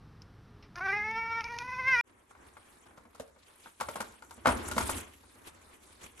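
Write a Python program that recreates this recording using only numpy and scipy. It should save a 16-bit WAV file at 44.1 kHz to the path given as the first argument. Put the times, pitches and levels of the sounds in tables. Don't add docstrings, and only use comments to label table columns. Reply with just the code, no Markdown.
import sys
import numpy as np
from scipy import signal
from scipy.fft import rfft, irfft, next_fast_len
from scipy.io import wavfile

SR = 44100
rng = np.random.default_rng(int(sys.argv[2]) if len(sys.argv) > 2 else 0)


def generate_wav(signal):
    frames = np.transpose(np.atleast_2d(signal))
    scaled = np.clip(frames, -1, 1) * 32767
    pcm = np.round(scaled).astype(np.int16)
    wavfile.write(sys.argv[1], SR, pcm)


N = 273420
T, HZ = np.arange(N) / SR, np.arange(N // 2 + 1) * SR / N + 1

# freq_hz, density_db
ROOM_SPECTRUM = [(12, -37), (20, -8), (102, 1.5), (344, -13), (416, -15.5), (625, -22), (1230, -19),
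                 (2360, -31), (5770, -36.5), (6600, -47), (13000, -49)]
# start_s, level_db, t60_s, low_cavity_offset_db
CLICKS = [(0.219, -38, 0.035, -8), (0.625, -50, 0.16, 8), (0.7572, -24.5, 0.0095, 1.5),
          (0.7847, -28, 0.012, -0.5), (1.112, -25.5, 0.0052, -18), (1.4076, -23, 0.0089, 6),
          (1.4418, -23.5, 0.013, 2.5), (1.586, -17, 0.02, -1.5)]
# freq_hz, base_width_hz, gain_db
CAVITIES = [(2230, 1400, -10), (5450, 760, -5)]
# start_s, end_s, pitch_hz, level_db
LOW_TONES = [(0.46, 0.703, 414, -65), (0.913, 1.26, 223.2, -54)]
# time_s, pitch_hz, level_db, low_resonance_hz, high_resonance_hz, high_over_low_db
YOWL_PATH = [(.755, 351.8, -54, 990, 1500, -1), (.77, 352, -48, 940, 1450, -5.5),
             (.804, 357.5, -38.5, 860, 1500, -13), (.82, 383.3, -33, 750, 1490, 8),
             (.9, 394.4, -30, 870, 1600, 2), (.93, 408.7, -32.5, 830, 1790, 4),
             (1.03, 425.2, -33, 864, 1970, 5.5), (1.16, 452.2, -35.5, 1016, 2090, -7),
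             (1.4, 458, -35, 1160, 2210, -26.5), (1.46, 467.6, -39.5, 980, 2340, 2.5),
             (1.6, 490, -43.5, 1046, 2300, -5.5), (1.84, 508, -36.5, 1134, 2100, -8),
             (1.885, 532.2, -24, 1284, 2106, -1.5), (1.926, 516, -23.5, 1299, 2020, -6.5),
             (1.965, 490, -25.5, 1205, 2200, -5), (2.011, 476, -24.5, 1164, 2200, -4)]
# centre_s, change_db, half_length_s
VOICE_CATCHES = [(0.8, -5.5, 0.012), (0.876, -5.5, .012), (0.919, -6.5, .014), (1.43, -11.5, 0.024),
                 (1.48, -7, 0.011), (1.592, -2.5, 0.017), (1.69, 4.5, .02), (1.733, 5, .018),
                 (1.799, 5, 0.021), (1.979, -4, 0.0305)]
# freq_hz, gain_db
THROAT_SPECTRUM = [(300, -45), (700, -45), (1800, -9.5), (2300, -1), (2900, -26.5), (3600, -29),
                   (4600, -37), (5500, -25.5), (7000, -72.5)]
# freq_hz, density_db
BREATH_SPECTRUM = [(1800, -38), (2700, -8), (3400, -9), (5500, -1), (6600, -8), (7100, -49.5),
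                   (8600, -31.5), (9500, -13.5), (14000, -25)]
# freq_hz, correlation
PAIR_LIKENESS = [(90, 0.99), (170, 0.66), (300, 0.45), (700, 0.029), (2000, 0.12), (13000, 0.41)]
# time_s, rustle_db, hiss_db
PAPER_LEVELS = [(2.05, -61.5, -73.5), (2.27, -71, -78), (2.42, -62.5, -72), (2.66, -67, -70),
                (3.1, -64, -76), (3.4, -70.5, -75), (3.75, -82, -75.5), (3.83, -59, -55), (4.05, -56, -58),
                (4.19, -65.5, -68.5), (4.44, -58, -65), (4.5, -40.5, -45), (4.56, -43.5, -49.5),
                (4.66, -48.5, -55), (4.75, -47.5, -48), (4.82, -44, -46), (4.98, -46, -46),
                (5.06, -58, -61), (5.18, -64, -62.5), (5.44, -63, -68.5), (6.2, -64, -64.5)]
# freq_hz, density_db
RUSTLE_SPECTRUM = [(200, -6), (420, 0), (700, -5), (1080, -1), (1300, -4), (1550, -4.5), (2300, -10.5),
                   (4000, -36.5)]
# freq_hz, density_db
HISS_SPECTRUM = [(1200, -13), (2200, 1.5), (3700, 0), (5000, -5.5), (7500, -2), (10000, -1), (12500, -8),
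                 (13500, -28)]
# freq_hz, density_db
AIR_SPECTRUM = [(20, -31), (45, -13), (66, 1.5), (95, -3.5), (150, -23), (230, -6), (400, -10), (600, -58)]
# centre_s, peak_db, half_length_s
SHEET_SWISHES = [(2.307, -64.5, 0.059), (2.773, -71, 0.18), (3.186, -71, 0.17), (3.501, -65.5, 0.14),
                 (3.67, -55, 0.16), (5.475, -49.5, 0.035), (5.743, -61, 0.038), (5.836, -64, 0.03),
                 (5.907, -69, 0.31), (6.043, -50.5, 0.058), (6.2, -48, 0.026)]
# start_s, level_db, thump_offset_db, crackle_offset_db
BLOWS = [(2.309, -48, -34, -17), (2.35, -44.5, -47, -25), (2.567, -39.5, -18.5, -31),
         (2.861, -48, -14.5, -15), (2.906, -50, -13, -27), (2.974, -45, -9, 0), (3.051, -50.5, -5.5, -28),
         (3.147, -48.5, -13.5, 6), (3.197, -42, 1, 10.5), (3.276, -60, -22.5, 9), (3.36, -51.5, -9, -28),
         (3.658, -39, -18, -17), (3.8, -27.5, -37, -2), (3.808, -24.5, -16.5, -3), (3.885, -27, -14.5, -2),
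         (3.956, -28, -12.5, -2.5), (3.97, -51, -7, -13), (4.003, -22.5, -18, -2), (4.138, -47, -21, -10),
         (4.222, -40.5, -20, -5), (4.308, -37.5, -25, -1.5), (4.376, -49.5, -4, -16),
         (4.449, -33, -16, -24), (4.4567, -8, -23, -38), (4.47, -17, -9.5, -1.5),
         (4.4863, -17.5, -11.5, -34), (4.501, -29, -17, -24), (4.52, -26.5, -30, -15),
         (4.682, -32, -27, -2.5), (4.713, -27.5, -13.5, 4.5), (4.764, -29.5, -7, -15),
         (4.779, -16.5, -20, -1), (4.806, -25, -35, 2), (4.893, -21, -20, 1.5), (5.234, -47.5, -17.5, -14),
         (5.353, -57, -5, -18)]
# freq_hz, base_width_hz, gain_db
ROLL_MODES = [(878, 73, 3.5), (1160, 107.5, 2.5), (1426, 49, 4), (1878, 16, -6), (2090, 57, -7.5)]
# freq_hz, base_width_hz, gain_db
HOLDER_MODES = [(81.5, 16.5, -4.5), (236, 56, -1.5), (437, 27, -1), (552, 135, 1)]
# freq_hz, left_over_right_db
PAIR_BALANCE = [(70, 3), (200, -10.5), (520, 0), (1400, 5), (3000, 0)]
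# freq_hz, left_lead_rad
PAIR_PHASE = [(120, 0.15), (300, 0.24), (700, 1.22), (4100, 1.3)]
# start_s, length_s, level_db
SHEET_CRINKLES = [(3.778, 0.003, -64), (3.91, .012, -53), (3.9415, 0.0067, -51), (3.965, 0.011, -53),
                  (4.083, 0.0091, -61), (4.1221, .004, -52), (4.1405, 0.0032, -57), (4.3386, .013, -59),
                  (4.679, .013, -40.5), (4.786, 0.019, -43), (4.823, 0.022, -47), (4.87, 0.012, -38.5),
                  (4.894, 0.029, -38), (4.966, 0.028, -44), (5.008, 0.0071, -46)]

MOUTH_WIDTHS_HZ = (1010, 660)
PATCH_EDGES_HZ = (0, 3500, 5500, 8000, 10500, 22050)
BREAK_S, RESUME_S = 2.0105, 2.034
ROOM_NOISE_DB, STILL_AIR_DB = -54.5, -79
ROUGH_LEAST, ONSET_ROUGH, SETTLE_S = .05, .09, .15
ROUGH_BELOW_DB, ROUGH_PER_DB = -35, .032
CATCH_ROUGH_PER_DB, SAG_HZ_PER_DB, CATCH_HIGH_PER_DB = .028, 4, .4
BREATH_LEAST, BREATH_PER_ROUGH, BREATH_RISE_DB_PER_S = .009, .1, 5
SWISH_FALL_DB, SWISH_DULL_DB = 28.5, -1.5
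KNOCK_T60_S, T60_DB_PER_DB = .066, -.0332
THUMP_T60_S = .083
CRINKLE_BAND_HZ = (7200, 11300)
PAIR_CUTOFF_HZ, CUTOFF_HZ = 13700, 14800


def amp(db):
    return 10 ** (np.asarray(db) / 20)


def rms_one(x):
    return x / np.sqrt(np.mean(x ** 2) + 1e-20)


def in_time(rows):
    s, *columns = np.transpose(rows)
    return [np.interp(T, s, c) for c in columns]


def at_hz(points, hz):
    f, v = np.transpose(points)
    return np.interp(np.log(hz), np.log(f), v)


def butter(x, hz, kind):
    return signal.sosfilt(signal.butter(2, hz, kind, fs=SR, output="sos"), x)


def coloured(spectrum):
    return rms_one(irfft(rfft(rng.standard_normal(N)) * amp(at_hz(spectrum, HZ)), N))


def drift(rate_hz):
    return rms_one(irfft(rfft(rng.standard_normal(N)) / (1 + (HZ / rate_hz) ** 4), N))


def grains(spread_db):
    return rms_one(rng.standard_normal(N) * amp(spread_db * np.minimum(rng.exponential(1, N), 5)))


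def diffuse(spectrum):
    alike = np.clip(at_hz(PAIR_LIKENESS, HZ), -1, 1)
    mid, side = rfft(grains(2.5)), rfft(grains(2.5))
    pair = np.sqrt(1 + alike) * mid + np.sqrt(1 - alike) * side * [[1], [-1]]
    return rms_one(irfft(pair * amp(at_hz(spectrum, HZ)), N))


def resonate(x, peaks, widen):
    out = 0
    for k, (hz, width, db) in enumerate(peaks):
        r = np.exp(-np.pi * width * widen / SR)
        feedback = [1, -2 * r * np.cos(2 * np.pi * hz / SR), r * r]
        out = out + (-1) ** k * amp(db) * signal.lfilter([1 - r * r, 0, r * r - 1], feedback, x)
    return out


def reverb(x, t60_s, lags_s, wall_hz):
    size = next_fast_len(N + SR // 2)
    hz = np.arange(size // 2 + 1) * SR / size
    out = np.zeros((2, len(hz)), complex)
    for k, lag in enumerate(rng.uniform(*lags_s, 24)):
        loop = amp(-60 * lag / t60_s * (.5 + hz / wall_hz)) * np.exp(-2j * np.pi * hz * lag)
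        out[k % 2] += (-1) ** (k // 2) * loop / (1 - loop)
    return irfft(out * rfft(x, size), size)[:, :N]


def bursts(times, levels_db, t60s, rise_s):
    out = np.zeros(N)
    for s, db, t60 in zip(times, levels_db, t60s):
        i = int(s * SR)
        t = T[:min(SR // 4, N - i)]
        out[i:i + len(t)] += amp(db - 60 * t / max(t60, .003)) * np.minimum(t / rise_s, 1)
    return out


def room_noise():
    return amp(ROOM_NOISE_DB) * coloured(ROOM_SPECTRUM)


def wet_clicks():
    s, db, t60, low_db = np.transpose(CLICKS)
    noise = rng.standard_normal(N)
    low = resonate(noise * bursts(s, db + low_db, t60, rise_s=.00019), [CAVITIES[0]], widen=.66)
    high = resonate(noise * bursts(s, db, t60, rise_s=.00028), [CAVITIES[1]], widen=.77)
    return butter(high - low, [6900, 9000], "bandstop")


def low_tones():
    out = 0
    for start, end, hz, db in LOW_TONES:
        swell = np.sin(np.pi * np.clip((T - start) / (end - start), 0, 1)) ** .5
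        out = out + amp(db) * swell * np.sin(2 * np.pi * hz * T)
    return out


def yowl():
    pitch, db, low_hz, high_hz, high_db = in_time(YOWL_PATH)
    start_s = YOWL_PATH[0][0]
    on = slice(int(start_s * SR), int(BREAK_S * SR))
    catch_db = sum(change * np.clip(1 - abs(T - s) / half, 0, 1) for s, change, half in VOICE_CATCHES)
    onset_rough = ONSET_ROUGH * np.exp(-abs(T - start_s) / SETTLE_S)
    weak_rough = ROUGH_PER_DB * np.maximum(ROUGH_BELOW_DB - db, 0)
    rough = np.clip(ROUGH_LEAST + onset_rough + weak_rough - CATCH_ROUGH_PER_DB * catch_db, 0, 1)
    pitch += SAG_HZ_PER_DB * catch_db
    db += catch_db
    high_db -= CATCH_HIGH_PER_DB * catch_db
    effort_db = .5 * (db[on] + 21)

    wobble = (.003 + .05 * np.minimum(rough, .25)) * drift(40)
    waver = drift(20)
    jitter = .071 * rough ** 2 * drift(120)
    phase = (2 * np.pi * np.cumsum(pitch * (1 + wobble + jitter)) / SR)[on]
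    tone, power = 0, 0
    for k in range(1, 19):
        hz = k * pitch[on]
        low = 1 / (1 + (2 * (hz - low_hz[on]) / MOUTH_WIDTHS_HZ[0]) ** 2) ** 2
        high = amp(high_db[on]) / (1 + (2 * (hz - high_hz[on]) / MOUTH_WIDTHS_HZ[1]) ** 2) ** 2
        throat = amp(at_hz(THROAT_SPECTRUM, hz) + .9 * effort_db + 7)
        waver_db = (.6 + .3 * k + 8 * np.minimum(rough[on], .3)) * np.roll(waver, k * 9000)[on]
        gain = (low + high + throat) * amp(waver_db)
        tone = tone + gain * np.sin(k * phase + .21 * k * k)
        power = power + gain ** 2 / 2

    flutter = amp(1.9 * drift(20)) * (1 + 1.1 * rough * np.tanh(drift(120)))
    breath_db = BREATH_RISE_DB_PER_S * (T[on] - T[on][0]) - .5 * effort_db
    breath_share = (BREATH_LEAST + BREATH_PER_ROUGH * rough[on]) * amp(breath_db)
    breath = breath_share * coloured(BREATH_SPECTRUM)[on] * (1 + .5 * np.cos(phase))
    out = np.zeros(N)
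    out[on] = tone / np.sqrt(power) + breath
    return out * flutter * amp(db)


def living_room():
    cat = yowl() + wet_clicks()
    background = room_noise() + low_tones()
    walls = amp(-30) * reverb(cat, t60_s=.3, lags_s=(.012, .04), wall_hz=4000)[0]
    return (cat + walls + background) * (T < BREAK_S)


def paper_drag():
    rustle_db, hiss_db = in_time(PAPER_LEVELS)
    swish = swishes()
    clump = drift(6)
    crease_db = 3.5 * np.maximum(drift(45) - .7, 0)
    rustle_gain = (amp(rustle_db) + amp(SWISH_DULL_DB) * swish) * amp(2 * clump + .5 * crease_db)
    hiss_gain = (amp(hiss_db) + swish) * amp(1.3 * clump + crease_db)
    rustle = diffuse(RUSTLE_SPECTRUM)
    hiss_bins, hiss = rfft(diffuse(HISS_SPECTRUM)), 0
    for low, high in zip(PATCH_EDGES_HZ, PATCH_EDGES_HZ[1:]):
        flicker = amp(2.5 * drift(45) + 2.2 * drift(10))
        hiss = hiss + flicker * irfft(hiss_bins * ((HZ > low) & (HZ <= high)), N)
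    return rustle_gain * rustle + hiss_gain * hiss + moving_air(rustle_db)


def moving_air(rustle_db):
    return (amp(STILL_AIR_DB) + amp(1.408 * rustle_db + 22)) * diffuse(AIR_SPECTRUM)


def swishes():
    return sum(amp(db - SWISH_FALL_DB * abs(T - s) / half) for s, db, half in SHEET_SWISHES)


def knocks():
    s, db, thump_db, crackle_db = np.transpose(BLOWS)
    t60 = KNOCK_T60_S * amp(T60_DB_PER_DB * (db + 23.5))
    first_contact = bursts(s, db + 9.5, t60 * .049, rise_s=.00062)
    contact_noise = grains(4.75) * bursts(s, db + 1, t60, rise_s=.00066)
    roll = resonate(first_contact + contact_noise, ROLL_MODES, widen=3.85)
    thump = grains(2.6) * bursts(s, db + thump_db + 15.5, np.full(len(s), THUMP_T60_S), rise_s=.0017)
    holder = resonate(thump, HOLDER_MODES, widen=1.02)
    snaps = [grains(12), grains(4.5)] * bursts(s, db + crackle_db - 10.5, t60 * 1.36, rise_s=.0012)
    crackle = butter(snaps + .17 * snaps[::-1], [2600, 11500], "band")
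    return roll + crackle + holder


def crinkles():
    gate = sum(amp(db) * np.clip(np.minimum(T - s, s + length - T) / .002, 0, 1)
               for s, length, db in SHEET_CRINKLES)
    snaps = np.array([grains(5.7), grains(5)])
    return gate * rms_one(butter(snaps + .5 * snaps[::-1], CRINKLE_BAND_HZ, "band"))


def bathroom():
    near = knocks()
    tilt = amp(at_hz(PAIR_BALANCE, HZ) / 2) * np.exp(.5j * at_hz(PAIR_PHASE, HZ))
    direct = irfft(rfft(near) * [tilt, 1 / tilt], N)
    above_bass = butter(near.mean(axis=0), 300, "high")
    tiles = amp(-19) * reverb(above_bass, t60_s=.27, lags_s=(.006, .03), wall_hz=4600)
    fade_in = np.clip((T - RESUME_S) / .075, 0, 1)
    pair = (direct + tiles + paper_drag() + crinkles()) * fade_in
    return signal.sosfilt(signal.cheby2(8, 30, PAIR_CUTOFF_HZ, fs=SR, output="sos"), pair)


def scene():
    return living_room() + bathroom()


def record(dry):
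    return signal.sosfilt(signal.cheby2(12, 70, CUTOFF_HZ, fs=SR, output="sos"), dry)


dry = scene()
out = record(dry)
generate_wav(out)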